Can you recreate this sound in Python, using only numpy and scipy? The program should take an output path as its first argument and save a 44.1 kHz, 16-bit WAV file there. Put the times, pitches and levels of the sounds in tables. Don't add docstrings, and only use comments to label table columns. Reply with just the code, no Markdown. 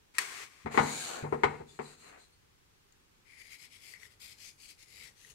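import sys
import numpy as np
from scipy import signal
from scipy.fft import rfft, irfft, next_fast_len
from scipy.io import wavfile
from scipy.ndimage import uniform_filter1d

SR = 44100
rng = np.random.default_rng(int(sys.argv[2]) if len(sys.argv) > 2 else 0)


def pcm_store(signal):
    levels = np.round(np.clip(np.atleast_2d(signal), -1, 1) * 32767)
    wavfile.write(sys.argv[1], SR, levels.astype(np.int16).T)


N = 235670


def amp(db):
    return 10 ** (np.asarray(db) / 20)


def unit(pair):
    return pair / np.sqrt(np.mean(pair.mean(0) ** 2) + 1e-30)


def along(points, hz):
    freqs, values = np.transpose(points)
    return np.interp(np.log(hz + 1), np.log(freqs + 1), values)


def filtered(x, response):
    n = x.shape[-1]
    size = next_fast_len(n + 8192)
    return irfft(rfft(x, size) * response(np.fft.rfftfreq(size, 1 / SR)), size)[..., :n]


def causal(x, gain, size=4096):
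    cepstrum = irfft(np.log(np.maximum(gain(np.fft.rfftfreq(size, 1 / SR)), 1e-6)))
    cepstrum[1:size // 2] *= 2
    cepstrum[size // 2 + 1:] = 0
    impulse = irfft(np.exp(rfft(cepstrum)))
    return signal.fftconvolve(x, impulse[None], axes=1)[:, :x.shape[1]]


def add(track, s, sound):
    part = track[:, round(s * SR):][:, :sound.shape[1]]
    part += sound[:, :part.shape[1]]


# (frequency [Hz], left-right correlation)
CLOSE_IMAGE = [(60, 1), (150, 1), (350, 1), (600, 0.56), (950, .2), (1400, 0.22), (2100, 0.22), (4000, 0.1),
               (15000, .1)]
def ports(pair, pan, image=CLOSE_IMAGE):
    angle = lambda hz: np.arccos(np.clip(along(image, hz), -1, 1)) / 2
    mid, side = filtered(pair, lambda hz: np.array([np.cos(angle(hz)), np.sin(angle(hz))]))
    lean = lambda hz: amp(np.outer([.5, -.5], along(pan, hz)))
    stereo = np.array([mid + side, mid - side])
    return filtered(stereo, lambda hz: lean(hz) / np.linalg.norm(lean(hz), axis=0))


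def leftward(db):
    return 2 * np.array([[amp(db)], [1]]) / (1 + amp(db))


def from_left(pair, lag_s=.00066):
    return filtered(pair, lambda hz: np.exp(-2j * np.pi * np.outer([0, lag_s], hz)))


def coloured(pair, eq, pan, image=CLOSE_IMAGE):
    return unit(ports(filtered(pair, lambda hz: amp(along(eq, hz))), pan, image))


def grains(per_s, spread_db, smooth):
    hit = rng.random(N) < per_s / SR
    size = amp(spread_db * np.minimum(rng.exponential(size=N), 3))
    return unit(hit * size * rng.standard_normal((2, N))) + smooth * rng.standard_normal((2, N))


def resonance(centre_hz, width_hz):
    carrier = np.exp(2j * np.pi * np.cumsum(centre_hz * np.ones(N)) / SR)
    slips = grains(per_s=3100, spread_db=0, smooth=1.0)
    lowpass = signal.butter(2, width_hz / 2, fs=SR)
    ring = (signal.lfilter(*lowpass, slips / carrier) * carrier).real
    return ring / ring.std()


def patchy(pair, depth_db):
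    bands = signal.stft(pair, nperseg=512)[2]
    drift = uniform_filter1d(rng.standard_normal(bands.shape[1:]), size=5, axis=0)
    drift = uniform_filter1d(drift, size=26, axis=1)
    return signal.istft(bands * amp(depth_db * drift / drift.std()), nperseg=512)[1][:, :N]


def stroke(s, length, rise, release_s):
    t = np.arange(N) / SR - s
    build = np.sin(np.pi / 2 * np.clip(t / (rise * length), 0, 1))
    return build * np.exp(-np.clip((t - length) / release_s, 0, 20))


def strokes(rows, rise, release_s):
    rows = np.array(rows)
    shapes = np.array([stroke(s, length, rise, release_s) for s, length in rows[:, :2]])
    return np.sqrt(amp(rows[:, 2:].T) ** 2 @ shapes ** 2)


def pressed(rub, grip, full_db, dull_hz):
    dull = filtered(rub, lambda hz: 1 / (1 + (hz / dull_hz) ** 4))
    bright = np.minimum(grip / amp(full_db), 1) ** .5
    return grip * (dull + bright * (rub - dull))


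# (frequency [Hz], gain [dB])
ROOM_EQ = [(15, -17), (25, -2), (107, -4.5), (179, -11.5), (216, -11.5), (255, -13), (414, -11.5),
           (587, -16.5), (637, -20.5), (769, -15.5), (1090, -16), (2660, -18), (6850, -23), (9990, -27.5),
           (15800, -30)]
# (frequency [Hz], left over right [dB])
ROOM_PAN = [(400, -1), (2400, 4), (4400, -2.5), (8000, 2), (15000, -2)]
# (frequency [Hz], left-right correlation)
ROOM_IMAGE = [(60, 0.097), (150, .92), (300, 0.32), (600, -0.51), (1400, -0.15), (15000, -0.25)]
def room_tone(level_db=-70):
    return amp(level_db) * coloured(rng.standard_normal((2, N)), ROOM_EQ, ROOM_PAN, ROOM_IMAGE)


# (frequency [Hz], t60 [s])
WALL_DECAY = [(150, 0.82), (1000, 0.34), (4000, 0.38), (12000, 0.93)]
def wall_reverb(send):
    hz, t, bands = signal.stft(rng.standard_normal((2, SR // 2)), SR, nperseg=256)
    tail = signal.istft(bands * amp(-60 * t / along(WALL_DECAY, hz)[:, None]), SR, nperseg=256)[1]
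    tail = np.pad(tail / np.linalg.norm(tail[0]), ((0, 0), (SR // 100, 0)))
    return signal.fftconvolve(send, tail, axes=1)[:, :N]


# (time [s], length [s], level [dB])
ARM_CUES = [(3.28, 0.21, -80), (3.4, 1.06, -76), (3.88, 0.22, -75.5), (4.86, 0.24, -70.5),
            (5.23, 0.11, -70.5)]
# (frequency [Hz], gain [dB])
ARM_EQ = [(18, -41), (30, -7), (87, 4.5), (278, -11), (338, -26), (412, -3.5), (662, -14), (1500, -12),
          (1950, -66), (3300, -120)]
# (frequency [Hz], left over right [dB])
HAND_PAN = [(400, 0.78), (1300, 1.3), (2400, 17.5), (4400, 8.9), (8000, 4.5), (15000, 24)]
def arm_rustle():
    motion, = strokes(ARM_CUES, rise=0.58, release_s=0.041)
    return motion * coloured(rng.standard_normal((2, N)), ARM_EQ, HAND_PAN)


# (time [s], length [s], level [dB])
DRAG_CUES = [(.14, 0.054, -56.5), (.185, 0.034, -39.5), (.215, 0.22, -47), (.49, 0.15, -62.5)]
# (frequency [Hz], gain [dB])
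DRAG_EQ = [(88, -29), (150, -21), (340, -13.5), (405, -7.5), (622, -14.5), (713, -9), (955, -8.5),
           (1090, -2), (1360, -6), (2250, 0.5), (3020, -9), (7830, -10.5), (15800, -29.5)]
# (frequency [Hz], left over right [dB])
LID_PAN = [(350, 0.5), (700, 5.5), (1300, 9), (2400, 10.5), (4400, 1.5), (8000, 1.5), (15000, 14)]
def lid_drag():
    rub = coloured(rng.standard_normal((2, N)), DRAG_EQ, LID_PAN)
    grip, = strokes(DRAG_CUES, rise=.2, release_s=.03)
    return pressed(rub, grip, full_db=-52.5, dull_hz=7000)


# (time [s], relative level [dB], t60 [s])
SNAP_CUES = [(0.14, -69.5, .03), (.152, -56.5, .03), (0.166, -58.5, .05), (0.1837, -25, 0.016),
             (0.1874, -30, 0.041), (0.224, -58, 0.025)]
# (frequency [Hz], gain [dB])
SNAP_EQ = [(200, -35.5), (380, -16.5), (680, -31), (1000, -9), (1500, -8.5), (1830, 6), (2200, 2),
           (3200, -16), (4100, -6.5), (7000, -14), (8200, -2.5), (9500, -12), (15800, -29)]
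def lid_snaps(strike_db=14, gain_db=8.5):
    t, track = np.arange(SR // 4) / SR, np.zeros((2, N))
    for s, db, t60 in SNAP_CUES:
        burst = rng.standard_normal((2, len(t))) * amp(-60 * t / t60)
        burst[0, 0] += amp(strike_db)
        snap = causal(burst, lambda hz: amp(along(SNAP_EQ, hz)))
        add(track, s, amp(db) * snap / snap[:, :SR // 250].std())
    return amp(gain_db) * ports(track, LID_PAN)


# (time [s], length [s], level [dB], pitch [Hz])
SQUEAK_CUES = [(1.683, 0.026, -64.5, 3520), (1.69, 0.015, -69, 4840), (1.825, 0.089, -64, 4040),
               (1.85, 0.026, -67, 4450), (1.96, .12, -70, 4070), (2.182, 0.053, -69.5, 4120),
               (2.322, .018, -72.5, 4340)]
def jar_squeaks(octave_db=-5.5, width_hz=145):
    track = np.zeros((2, N))
    for s, length, db, hz in SQUEAK_CUES:
        tone = resonance(hz, width_hz) + amp(octave_db) * resonance(2 * hz, width_hz)
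        track += amp(db) * stroke(s, length, rise=0.47, release_s=0.027) * tone
    return leftward(db=9) * track


# (frequency [Hz], gain [dB])
SLIDE_EQ = [(35, -49), (60, -22.5), (227, -3.5), (446, -0.5), (632, -4.5), (720, 3), (877, -4.5),
            (1100, -3), (1610, -2.5), (2330, -2), (3200, -16), (4200, -8.5), (5400, -20), (6800, -8.5),
            (8300, -14.5), (11000, -25), (15800, -34.5)]
# (frequency [Hz], bandwidth [Hz], relative level [dB])
JAR_MODES = [(2200, 400, -6), (4110, 240, 0), (4500, 280, -5), (5600, 250, -13), (7400, 1200, -3),
             (8350, 550, -4)]
# (frequency [Hz], left over right [dB])
JAR_PAN = [(250, 0.93), (700, 4.1), (1300, 5.7), (2400, 5.2), (4400, 1), (8000, 1.9), (15000, 15.5)]
def jar_slide(rumble, hiss, ring_db, patchy_db):
    scrape = coloured(grains(per_s=4000, spread_db=2, smooth=1.2), SLIDE_EQ, JAR_PAN)
    lowpass = lambda hz: 1 / (1 + (hz / 3000) ** 8)
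    modes = lambda hz: sum(amp(db) * 1j * hz * width / (centre ** 2 - hz ** 2 + 1j * hz * width)
                           for centre, width, db in JAR_MODES)
    ring = unit(ports(filtered(rng.standard_normal((2, N)), modes), JAR_PAN))
    grit = unit(filtered(scrape, lambda hz: 1 - lowpass(hz)))
    top = unit(patchy(grit + amp(ring_db) * ring, depth_db=1.5))
    body = unit(patchy(filtered(scrape, lowpass), patchy_db))
    return rumble * body + pressed(top, hiss, full_db=-46, dull_hz=9000)


# (time [s], length [s], rumble [dB], hiss [dB])
NUDGE_CUES = [(.708, .065, -47, -53), (1.17, .43, -58.5, -70), (1.66, 0.11, -73, -64.5),
              (1.80, 0.13, -61.5, -60), (1.965, 0.13, -66, -62), (2.01, 0.16, -57.5, -73),
              (2.17, 0.07, -76, -66.5)]
def jar_nudges():
    rumble, hiss = strokes(NUDGE_CUES, rise=.35, release_s=0.038)
    return jar_slide(rumble, hiss, ring_db=-1.5, patchy_db=2.0)


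def jar_push(start_s=0.69, length_s=0.58, rumble_db=-41.5, hiss_db=-44):
    progress = np.clip((np.arange(N) / SR - start_s) / length_s, 0, 1)
    speed = np.abs(np.sin(np.pi * progress))
    rumble, hiss = amp(rumble_db) * speed ** 0.42, amp(hiss_db) * speed ** 1.1
    return jar_slide(rumble, hiss, ring_db=-10, patchy_db=4.0)


# (frequency [Hz], gain [dB])
CLATTER_EQ = [(30, -33.5), (80, -2.5), (180, -7.5), (420, -4), (600, -7), (900, 1.5), (1250, -3.5),
              (1600, -5), (2200, 1), (2650, -12.5), (3150, -12.5), (5500, -14), (8000, -8), (11000, -19),
              (15000, -29)]
# (frequency [Hz], relative level [dB], t60 [s])
WORKTOP_MODES = [(108, -19.5, 0.37), (148.8, -6, 0.36), (227, -1, 0.16), (250.2, -2, 0.25),
                 (306, -17.5, 0.34), (393, 2, 0.11), (440.5, 1.5, 0.16), (476.3, -6, 0.35),
                 (746.5, -2, 0.12), (788, -10.5, 0.31), (836, -8, 0.235), (900, -6.5, .19), (958, -8, 0.27),
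                 (1039.6, -3.5, 0.11), (1090.4, -7, .15), (1243, 0.5, 0.15), (1385, -1.5, 0.061),
                 (1483, -0.5, 0.078), (1720, -15, 0.091), (1980, -5, 0.12), (2134, -4.5, 0.14),
                 (2620, -6, 0.14), (4030, -5.5, 0.15)]
# (frequency [Hz], left over right [dB])
WORKTOP_PAN = [(100, 0.5), (250, 3), (450, 2), (1000, 9), (2300, 13.5), (4400, 2.5), (8000, 4), (15000, 7)]
def knock(thump_db, corner_hz, rattle_s, spot_hz,
          ring_db=-20, spot_db=8, strike_db=24, clatter_t60=0.086, tick=.012):
    t = np.arange(SR * 3 // 4) / SR
    clatter = rng.standard_normal((2, len(t))) * amp(-60 * np.maximum(t - rattle_s, 0) / clatter_t60)
    clatter[0, 0] += amp(strike_db)
    clatter = causal(clatter, lambda hz: amp(along(CLATTER_EQ, hz)))
    ring = np.zeros_like(clatter)
    for hz, db, t60 in WORKTOP_MODES:
        favour_db = spot_db * np.exp(-(np.log(hz / spot_hz) / 0.24) ** 2)
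        phase = rng.uniform(0, 2 * np.pi, (2, 1))
        blur = np.cumsum(rng.standard_normal(len(t))) * np.sqrt(hz / SR / 20)
        envelope = amp(db + favour_db + rng.normal(0, 1.0) - 60 * t / t60)
        ring += envelope * np.sin(2 * np.pi * hz * t + phase + blur)
    body = clatter + amp(ring_db) * ring * (1 - np.exp(-t / 0.0016))
    contact = lambda hz: tick + 1 / (1 + (hz / corner_hz) ** 2.58)
    low_shelf = lambda hz: amp(thump_db / (1 + (hz / 300) ** 4))
    hit = causal(ports(body, WORKTOP_PAN), lambda hz: contact(hz) * low_shelf(hz))
    return hit / hit[:, :SR // 40].mean(0).std()


# (time [s], level [dB], thump [dB], contact cutoff [Hz], rattle [s],
# pitch favoured by the struck spot [Hz])
KNOCK_CUES = [(0.647, -45.5, 10, 256, 0.011, 215), (0.6604, -35.5, 2, 1900, 0.014, 725),
              (0.745, -36.5, -4.5, 2260, 0.019, 437), (0.7755, -20, -7.5, 2400, 0.022, 870),
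              (0.803, -31, 4.5, 1102, 0.0095, 230), (0.833, -36.5, -6, 1557, 0.016, 228.5),
              (1.226, -40.5, 10.5, 334, 0.0067, 150), (1.237, -38.5, -8, 920, 0.035, 467),
              (1.3245, -28, -4.5, 940, 0.021, 475), (1.4350, -22, -5, 2500, 0.009, 1340),
              (1.4483, -34, -0.5, 900, 0.0021, 380), (1.498, -46, 2, 1800, 0.057, 890),
              (1.601, -45, 1, 830, 0.016, 384), (1.655, -90, 15, 589, 0.0048, 152),
              (1.791, -37, -2, 1740, 0.011, 430)]
def jar_knocks():
    track = np.zeros((2, N))
    for s, db, thump_db, corner_hz, rattle_s, spot_hz in KNOCK_CUES:
        add(track, s, amp(db) * knock(thump_db, corner_hz, rattle_s, spot_hz))
    return track


# (time [s], length [s], grind [dB], hand hollow [dB], hollow pitch [Hz], gap pitch [Hz])
FINGER_CUES = [(3.242, .12, -67.5, -61, 2230, 4930), (3.358, 0.066, -60, -58, 2130, 4900),
               (3.423, 0.062, -62, -61, 2150, 4900), (3.486, 0.06, -55.5, -55, 2130, 4950),
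               (3.568, 0.085, -57, -57.5, 2230, 5000), (3.693, .075, -60, -62.5, 2260, 5200),
               (3.775, 0.15, -57, -60.5, 2240, 5030), (3.931, 0.028, -64.5, -56.5, 2090, 4840),
               (3.965, 0.1, -61, -61, 2060, 5700), (4.09, 0.043, -67, -71, 2010, 5030),
               (4.193, 0.029, -56.5, -63.5, 2200, 4900), (4.209, 0.052, -53, -60, 2260, 4880),
               (4.249, 0.077, -56.5, -63.5, 2190, 4980), (4.363, 0.13, -54, -65.5, 2180, 5190),
               (4.571, 0.091, -57.5, -66.5, 2350, 4600), (4.67, 0.04, -55.5, -63.5, 2330, 4680),
               (4.772, 0.06, -61, -67, 2090, 5280), (4.839, 0.24, -57.5, -62.5, 2190, 5000),
               (4.935, 0.14, -62, -61, 2170, 4900), (5.14, 0.15, -61, -70.5, 1920, 6250),
               (5.296, 0.01, -57, -71.5, 1940, 6500)]
# (frequency [Hz], gain [dB])
SALT_EQ = [(1530, -17.5), (2600, -4), (3710, -4.5), (4440, -1), (5050, -7.5), (5790, -7.5), (6430, -5.5),
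           (7770, -4), (8700, -9), (9530, -8), (11200, -9), (13200, -17), (15100, -21), (15800, -23.5)]
def salt_grind():
    grind, hollow = strokes([row[:4] for row in FINGER_CUES], rise=0.75, release_s=0.021)
    s, length, _, _, hollow_hz, gap_hz = np.transpose(FINGER_CUES)
    glide = lambda hz: np.interp(np.arange(N) / SR, s + length / 2, hz)
    slips = grains(per_s=5000, spread_db=2, smooth=.9)
    crystals = amp(-1) * patchy(coloured(slips, SALT_EQ, HAND_PAN), depth_db=2.76)
    gap = amp(-5) * leftward(db=8) * resonance(glide(gap_hz), width_hz=520)
    palm = unit(ports(resonance(glide(hollow_hz), width_hz=370), HAND_PAN))
    return pressed(crystals + gap, grind, full_db=-59.5, dull_hz=12400) + hollow * palm


# (time [s], relative level [dB], ring pitch [Hz])
CRUNCH_CUES = [(2.924, -50.5, 7060), (3.416, -40.5, 2250), (3.531, -43, 2230), (3.9378, -38.5, 2010),
               (4.032, -40.5, 1990), (4.054, -45, 1900), (4.205, -50, 4930), (5.051, -47.5, 2010),
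               (5.2475, -44.5, 1900)]
def salt_crunches(cycles=36, tick=.4, gain_db=3.5):
    t, track = np.arange(SR // 10) / SR, np.zeros((2, N))
    for s, db, hz in CRUNCH_CUES:
        ring = np.sin(2 * np.pi * hz * t) * amp(-60 * t * hz / cycles) * (1 - np.exp(-t * hz / 2))
        burst = rng.standard_normal((2, len(t))) * amp(-60 * t / 0.014)
        crack = causal(burst, lambda f: amp(along(SALT_EQ, f)))
        add(track, s, amp(db + gain_db) * (ring + tick * crack))
    return track * leftward(db=16)


def scene():
    knocks = jar_knocks()
    handling = lid_drag() + lid_snaps() + jar_push() + jar_nudges() + jar_squeaks()
    foley = handling + salt_grind() + salt_crunches()
    send = amp(-8) * knocks + amp(-12) * foley
    walls = ports(wall_reverb(send), JAR_PAN, ROOM_IMAGE)
    return from_left(knocks + foley) + walls + room_tone() + arm_rustle()


def record(dry):
    return filtered(dry, lambda hz: hz < 15800)


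dry = scene()
out = record(dry)
pcm_store(out)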